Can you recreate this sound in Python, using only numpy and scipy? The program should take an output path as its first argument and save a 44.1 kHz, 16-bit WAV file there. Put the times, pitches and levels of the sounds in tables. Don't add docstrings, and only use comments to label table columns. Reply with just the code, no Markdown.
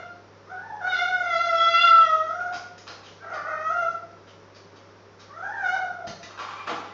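import sys
import numpy as np
from scipy import signal
from scipy.fft import rfft, irfft, next_fast_len
from scipy.io import wavfile
from scipy.ndimage import uniform_filter1d, minimum_filter1d

SR = 44100
rng = np.random.default_rng(int(sys.argv[2]) if len(sys.argv) > 2 else 0)


def generate_wav(signal):
    frames = np.transpose(np.atleast_2d(signal))
    scaled = np.clip(frames, -1, 1) * 32767
    pcm = np.round(scaled).astype(np.int16)
    wavfile.write(sys.argv[1], SR, pcm)


N = 305613
TIME = np.arange(N) / SR

# (start [s], end [s], hoarseness [0-1], clears at [s])
CRIES = [(0, 0.039, 0.42, .1), (0.48, 2.54, .38, .87), (3.225, 3.93, .75, 3.42), (5.3, 6.07, 0.44, 5.68)]
# (time [s], level [dB], mouth opening [0-1], fundamental against second harmonic [dB])
CRY_EFFORT = [
    [(0, -34.5, 0.5, -1), (.04, -37.5, 0.25, -1)],
    [(.46, -50, 0.1, -12), (.52, -36, .1, -6), (.6, -44, 0, -2), (.68, -39, 0, 0), (.74, -42, 0, 7),
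     (.795, -44, 0, 6), (.825, -27, .03, -9), (.86, -24.5, 0.1, -10), (.91, -25.5, .62, -9),
     (.95, -27, .72, -4), (1.02, -24, .62, -5), (1.1, -28, .2, -7), (1.18, -26, 0.35, 2),
     (1.27, -29, .45, -7), (1.33, -23, .47, -5), (1.44, -22.5, .5, -7), (1.54, -25, 0.5, -2),
     (1.63, -17.5, .58, -7), (1.73, -16.5, .8, -9), (1.82, -16, 1, -5), (1.88, -11, 0.72, -4),
     (2.02, -11.5, 0.36, -9), (2.08, -20, .12, -9), (2.24, -29.5, 0.08, -4), (2.36, -29, 0, -7),
     (2.55, -31, 0.05, -3)],
    [(3.21, -42, 0, -7), (3.3, -36, 0, -6), (3.325, -30, 0, -3), (3.42, -39, 0, -2), (3.48, -28.5, .03, -3),
     (3.56, -30, 0.07, -6), (3.65, -23, 0, -10), (3.8, -24.5, .08, -2), (3.9, -29, .05, -3),
     (3.94, -32.5, 0, -5)],
    [(5.3, -45, 0, -7), (5.45, -30, 0, -4), (5.54, -33, 0, -3), (5.62, -27, .08, -8),
     (5.69, -22.5, 0.4, -9), (5.745, -25, .37, -1), (5.785, -37, .1, -1), (5.94, -34, 0, -2),
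     (6.0, -47, 0, 8), (6.06, -46, 0, 14)],
]
# (time [s], pitch [Hz])
CRY_PITCH = [
    [(0, 715), (.04, 695)],
    [(.47, 600), (.52, 735), (.56, 760), (.61, 810), (.655, 905), (.72, 860), (.795, 835), (.82, 716),
     (.862, 720), (.878, 756), (.91, 738), (.95, 684), (.985, 692), (1.015, 720), (1.06, 722), (1.08, 745),
     (1.16, 733), (1.18, 718), (1.22, 714), (1.24, 692), (1.29, 692), (1.315, 680), (1.35, 668),
     (1.42, 688), (1.5, 682), (1.54, 664), (1.68, 670), (1.765, 679), (1.79, 694), (1.85, 693), (1.88, 670),
     (1.99, 662), (2.06, 640), (2.13, 632), (2.27, 636), (2.35, 720), (2.55, 712)],
    [(3.21, 665), (3.32, 680), (3.38, 600), (3.44, 585), (3.485, 646), (3.53, 610), (3.58, 617),
     (3.62, 639), (3.69, 640), (3.72, 708), (3.77, 693), (3.81, 692), (3.85, 662), (3.92, 680), (3.96, 660)],
    [(5.3, 560), (5.36, 640), (5.415, 700), (5.45, 795), (5.49, 845), (5.54, 900), (5.575, 810),
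     (5.625, 765), (5.665, 712), (5.71, 738), (5.755, 772), (5.8, 742), (5.94, 725), (6.0, 690),
     (6.06, 684)],
]
# (frequency [Hz], gain [dB])
LOW_THROAT = [(600, -6.5), (650, -4.5), (690, 1.5), (750, 3), (900, 1.5), (1230, -3), (1380, -0.5),
              (1540, -2.5), (1800, -6.5)]

def howl(belt_db=-21, give_way=.52, quaver_db=2.0, waver=.0037):
    level_db, mouth, fundamental_db = curves(sum(CRY_EFFORT, []))
    drive_db = np.minimum(level_db, belt_db) - give_way * np.maximum(level_db - belt_db, 0)
    hoarse = hoarseness(level_db)
    jitter = hoarse * (.04 * walk(260) + .025 * walk(70))
    shimmer = .55 * hoarse * walk(350)
    pitch = curves(sum(CRY_PITCH, []))[0] * (1 + waver * walk(55))
    phase = 2 * np.pi * np.cumsum(pitch * (1 + jitter)) / SR
    first_gain = undb(drive_db + fundamental_db + at_hz(LOW_THROAT, pitch) + quaver_db * walk(22))
    second_gain = undb(level_db + at_hz(LOW_THROAT, 2 * pitch))
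    voice = first_gain * np.sin(phase) + second_gain * np.sin(2 * phase)
    voice += overtones(pitch, phase, drive_db, mouth)
    voice += breath(phase, drive_db, mouth)
    voice += second_gain * rasp(hoarse)
    crying = sum(gate(start, end) for start, end, _, _ in CRIES)
    return np.sqrt(2) * voice * (1 + shimmer) * crying + whine(phase)


# (frequency [Hz], gain [dB])
MOUTH_OPEN = [(1800, -5), (1950, -4), (2050, 12), (2230, 9), (2400, 0), (2720, -4), (2950, 0), (3350, 0),
              (3700, -9), (4100, -10), (4560, -16), (4735, -8), (4900, -13), (5400, -23), (6100, -24.5),
              (7000, -39)]
MOUTH_SHUT = [(1850, -14), (1960, -23), (2100, -25), (2300, -30), (2720, -40), (3400, -40), (4500, -42),
              (5400, -39), (6100, -35), (7000, -51)]
# (time [s], centre [Hz])
TONGUE = [(.04, 2850), (.85, 3650), (1.3, 3750), (1.52, 3700), (1.62, 3350), (1.77, 2950), (1.82, 2800),
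          (1.87, 3350), (2.4, 3300), (3.5, 2350), (3.7, 3100), (3.82, 2720), (5.675, 3550), (5.705, 2950),
          (5.735, 3700)]

def overtones(pitch, phase, drive_db, mouth, tongue_db=8, tongue_width_hz=280):
    tongue_hz = curves(TONGUE)[0]
    out = np.zeros(N)
    for k in range(3, 11):
        hz = k * pitch
        db = drive_db + mouth * at_hz(MOUTH_OPEN, hz) + (1 - mouth) * at_hz(MOUTH_SHUT, hz)
        db += tongue_db * np.exp(-((hz - tongue_hz) / tongue_width_hz) ** 2)
        if k == 3:
            ceiling_db = -27 - 14 * np.maximum(mouth - .55, 0)
            db = np.minimum(db, ceiling_db)
        flutter_db = 2 * walk(25) + 2 * walk(70)
        out += undb(db + flutter_db) * np.sin(k * phase)
    return out


def breath(phase, drive_db, mouth, air_db=-27):
    air = colour(rng.standard_normal(N), [(100, -40), (300, -21.5)] + MOUTH_OPEN)
    return undb(drive_db + air_db) * mouth ** 2 * air * (1 + np.cos(phase))


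# (time [s], half length [s], hoarseness [0-1])
VOICE_CRACKS = [(.875, .014, .65), (.965, .015, .4), (3.34, .025, .95), (3.48, .02, .6), (5.765, .03, .72)]

def hoarseness(level_db, clearing_s=.03, full_cry_db=-9, hoarse_per_db=.0115):
    lingering = hoarse_per_db * np.maximum(full_cry_db - level_db, 0)
    rough = sum(amount * gate(start, end) * (1 - np.tanh((TIME - clears) / clearing_s)) / 2
                for start, end, amount, clears in CRIES)
    cracks = sum(amount * np.exp(-((TIME - s) / half) ** 2) for s, half, amount in VOICE_CRACKS)
    return np.clip(np.max([lingering, rough, cracks], axis=0), 0, 1)


# (frequency [Hz], gain [dB])
RASP_SPECTRUM = [(150, -45), (400, -28), (620, -8), (790, 1), (1000, -12), (1380, 2.5), (1650, -7),
                 (2000, -14.5), (3000, -30), (7000, -47.5)]

def rasp(hoarse, gain_db=-3):
    return undb(gain_db) * hoarse ** 2 * colour(rng.standard_normal(N), RASP_SPECTRUM)


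# (start [s], length [s], pitch [Hz], level [dB])
WHINES = [(3.215, 0.03, 1590, -47), (3.335, 0.025, 1460, -35), (3.46, 0.03, 1445, -32),
          (3.515, .025, 1530, -38)]

def whine(fold_phase, chop=.5):
    return whistles(WHINES, jitter=.024, arch=.013) * (1 + chop * np.cos(fold_phase))


# (time [s], click level [dB], knock level [dB], brightest part of the click [Hz], scuff t60 [s])
STEPS = [(2.401, -55, -59.5, 2200, .04), (2.525, -44, -42, 2000, .04), (2.541, -42.5, -60, 5000, .05),
         (2.775, -50, -64, 5800, .04), (2.868, -51, -45, 4400, .03), (2.877, -44, -42, 3000, .02),
         (2.895, -50, -44, 4600, .06), (3.026, -47, -62, 3100, .22), (3.33, -48, -44, 5400, .04),
         (4.271, -55, -52, 3000, .08), (4.545, -52.5, -66, 4500, .06), (4.757, -57.5, -54, 3000, .06),
         (5.192, -51, -55, 4400, .1), (6.068, -40, -48, 4400, .045), (6.224, -43.5, -50, 3800, .06),
         (6.375, -52, -38.5, 1300, .02), (6.389, -48, -47, 4200, .07), (6.664, -62, -37, 1000, .04),
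         (6.672, -50, -26.5, 1300, .04), (6.69, -47.5, -30, 2800, .06), (6.756, -54, -38.5, 1300, .05),
         (6.843, -57, -44, 1300, .04)]
# (frequency [Hz], gain [dB])
CLAW_SPECTRUM = [(300, -1.5), (1200, 4), (2500, 0), (4000, -1), (5300, -1), (6500, -4), (7600, -24)]
# (frequency [Hz], level [dB], t60 [s])
TUB_MODES = [(190, -12, .1), (275, -12, 0.15), (335, -11, 0.15), (490, -2, 0.04), (680, 3, 0.03),
             (832, 4, 0.04), (1030, 2, 0.039), (1103, 5, 0.037), (1200, -5, 0.065), (1360, 4, 0.037),
             (1800, -27.5, 0.076), (2570, -21, 0.11)]

def paws(push_t60=.05, click_trim_db=-6, knock_trim_db=-8, bright_db=4.5, spatter_db=6):
    t = np.arange(SR // 4) / SR
    out = np.zeros(N)
    ring = sum(undb(db - 60 * t / t60) * np.cos(2 * np.pi * hz * t) for hz, db, t60 in TUB_MODES)
    ring = signal.sosfilt(signal.butter(2, [260, 4500], "band", fs=SR, output="sos"), ring)
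    for s, claw_db, pad_db, bright_hz, scuff_t60 in STEPS:
        touch = 1 - np.exp(-t / (.1 * scuff_t60))
        scratch, push = rng.standard_normal((2, len(t)))
        spatter = undb(spatter_db * walk(400)[:len(t)])
        scratch = colour(scratch * spatter, CLAW_SPECTRUM)
        peak = [(bright_hz / np.sqrt(2), 0), (bright_hz, bright_db), (bright_hz * np.sqrt(2), 0)]
        click = unit(colour(scratch, peak) * touch * undb(-60 * t / scuff_t60))
        force = push * touch * undb(-60 * t / push_t60)
        knock = unit(signal.fftconvolve(force, ring)[:len(t)])
        add(out, s, click * undb(claw_db + click_trim_db) + knock * undb(pad_db + knock_trim_db))
    return out


# (time [s], pitch [Hz], level [dB])
THUDS = [(6.068, 175, -50), (6.71, 270, -47)]

def thuds(t60=.055, rise_s=.006):
    t = np.arange(SR // 4) / SR
    envelope = (1 - np.exp(-t / rise_s)) * undb(-60 * t / t60)
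    out = np.zeros(N)
    for s, hz, db in THUDS:
        spectrum = [(hz / 4, -44), (hz / 2, -22), (hz, 0), (2 * hz, -22), (10 * hz, -44)]
        boom = colour(rng.standard_normal(len(t)), spectrum)
        add(out, s, unit(boom * envelope) * undb(db))
    return out


# (start [s], length [s], level [dB])
SCRAPES = [(6.23, .1, -48), (6.39, 0.11, -34), (6.51, .07, -41.5), (6.59, .075, -43), (6.68, 0.089, -37),
           (6.86, .07, -46)]
# (frequency [Hz], gain [dB])
RUB_SPECTRUM = [(100, -31), (200, -15), (500, -10), (800, 5), (1150, 11), (1500, 1.5), (1900, -4),
                (2500, -4), (3500, -9), (5500, -16), (7500, -26)]

def slide(slips_per_s=700, uneven_db=4.0, fade_db_per_s=42):
    slips = (rng.random(N) < slips_per_s / SR) * rng.standard_normal(N)
    pressure = sum(undb(db - fade_db_per_s * np.maximum(TIME - start, 0)) * gate(start, start + length)
                   for start, length, db in SCRAPES)
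    return colour(slips, RUB_SPECTRUM) * pressure * undb(uneven_db * walk(50))


# (start [s], length [s], pitch [Hz], level [dB])
PAD_SQUEAKS = [(6.56, .045, 2330, -45), (6.905, .03, 2000, -49)]

def squeaks():
    return whistles(PAD_SQUEAKS, jitter=.028, arch=.05)


PLACEMENT = [(2.51, 1.12, 1.27), (2.1, .42, 1.22), (2.47, .67, 1.02)]

def wall_echoes(order=24, sound_m_per_s=343):
    n = np.arange(-order, order + 1)
    offsets = [n * size + np.where(n % 2, size - dog, dog) - mic for size, dog, mic in PLACEMENT]
    metres = np.sqrt(sum(d ** 2 for d in np.ix_(*offsets)))
    sign = (-1.) ** sum(np.ix_(n, n, n))
    lag = np.rint((metres - metres.min()) / sound_m_per_s * SR).astype(int)
    early = np.bincount(lag.ravel(), (sign / metres).ravel())[:SR // 7]
    early[0] = 0
    return np.concatenate([unit(early), rng.standard_normal(SR - len(early))])


# (frequency [Hz], t60 [s])
ROOM_DECAY = [(150, 0.52), (700, 0.61), (1500, 0.56), (3000, 0.6), (7000, 0.58)]

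def bathroom(x, reflections, wet_db):
    t = np.arange(SR) / SR
    hz = np.fft.rfftfreq(SR, 1 / SR)
    centres, t60s = np.transpose(ROOM_DECAY)
    bands = [irfft(rfft(reflections) * np.interp(hz, centres, share), SR)
             for share in np.eye(len(centres))]
    tail = sum(band * undb(-60 * t / t60) for band, t60 in zip(bands, t60s))
    response = undb(wet_db) * tail / np.linalg.norm(tail)
    response[0] = 1
    return signal.fftconvolve(x, response / np.linalg.norm(response))[:N]


# (frequency [Hz], level [dB])
DRONES = [(398, -63), (555, -63.5)]
# (frequency [Hz], gain [dB])
HISS_SPECTRUM = [(60, -18), (130, -18.5), (165, -5), (250, -12), (400, -5), (560, -8), (720, -13.5),
                 (1200, -11.5), (1800, -18), (3000, -26), (4300, -28), (5600, -25), (7400, -44)]

def room_tone(hum_hz=100, hum_db=-58.5, hiss_db=-51.5, waver=.79):
    hum = np.sqrt(2) * np.sin(2 * np.pi * hum_hz * TIME)
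    drone = sum(undb(db) * (1 + waver * walk(8)) * np.sin(2 * np.pi * hz * TIME + 2 * walk(10))
                for hz, db in DRONES)
    hiss = colour(rng.standard_normal(N), HISS_SPECTRUM)
    return undb(hum_db) * hum + drone + undb(hiss_db) * hiss


def whistles(rows, jitter, arch):
    out = np.zeros(N)
    for start, length, hz, db in rows:
        bend = arch * np.sin(np.pi * np.clip((TIME - start) / length, 0, 1))
        phase = 2 * np.pi * np.cumsum(hz * (1 + bend + jitter * walk(200))) / SR
        out += np.sqrt(2) * np.sin(phase) * undb(db) * gate(start, start + length)
    return out


def undb(db):
    return np.exp(np.asarray(db) * (np.log(10) / 20))


def unit(x):
    return x / np.sqrt(np.mean(x ** 2) + 1e-18)


def curves(rows):
    s, *columns = np.transpose(rows)
    return [np.interp(TIME, s, c) for c in columns]


def gate(start, end, fade=.015):
    return np.clip(np.minimum(TIME - start, end - TIME) / fade + 1, 0, 1)


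def at_hz(points, hz):
    f, value = np.transpose(points)
    return np.interp(np.log(hz + 1), np.log(f), value)


def colour(x, points):
    size = next_fast_len(len(x))
    gain = undb(at_hz(points, np.fft.rfftfreq(size, 1 / SR)))
    return unit(irfft(rfft(x, size) * gain, size)[:len(x)])


def walk(rate):
    hold = max(int(SR / rate), 1)
    steps = np.repeat(rng.standard_normal(N // hold + 1), hold)[:N]
    return unit(uniform_filter1d(uniform_filter1d(steps, hold), max(hold // 2, 1)))


def add(out, s, sound):
    i = int(s * SR)
    out[i:i + len(sound)] += sound[:N - i]


def scene():
    feet = paws() + thuds() + slide() + squeaks()
    scattered = rng.standard_normal(SR)
    voice_at_mic = bathroom(howl(), wall_echoes(), wet_db=4)
    feet_at_mic = bathroom(feet, scattered, wet_db=9.5)
    return (voice_at_mic + feet_at_mic + room_tone())[None]


def record(dry, low_hz=35, top_hz=7150, limit_peak=.48, hold_s=.035):
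    low_cut = signal.sosfilt(signal.butter(2, low_hz, "high", fs=SR, output="sos"), dry)
    hold = int(hold_s * SR)
    needed_gain = limit_peak / np.maximum(abs(low_cut), limit_peak)
    gain = uniform_filter1d(minimum_filter1d(needed_gain, hold), hold)
    return signal.sosfilt(signal.ellip(7, .3, 70, top_hz, fs=SR, output="sos"), low_cut * gain)


dry = scene()
out = record(dry)
generate_wav(out)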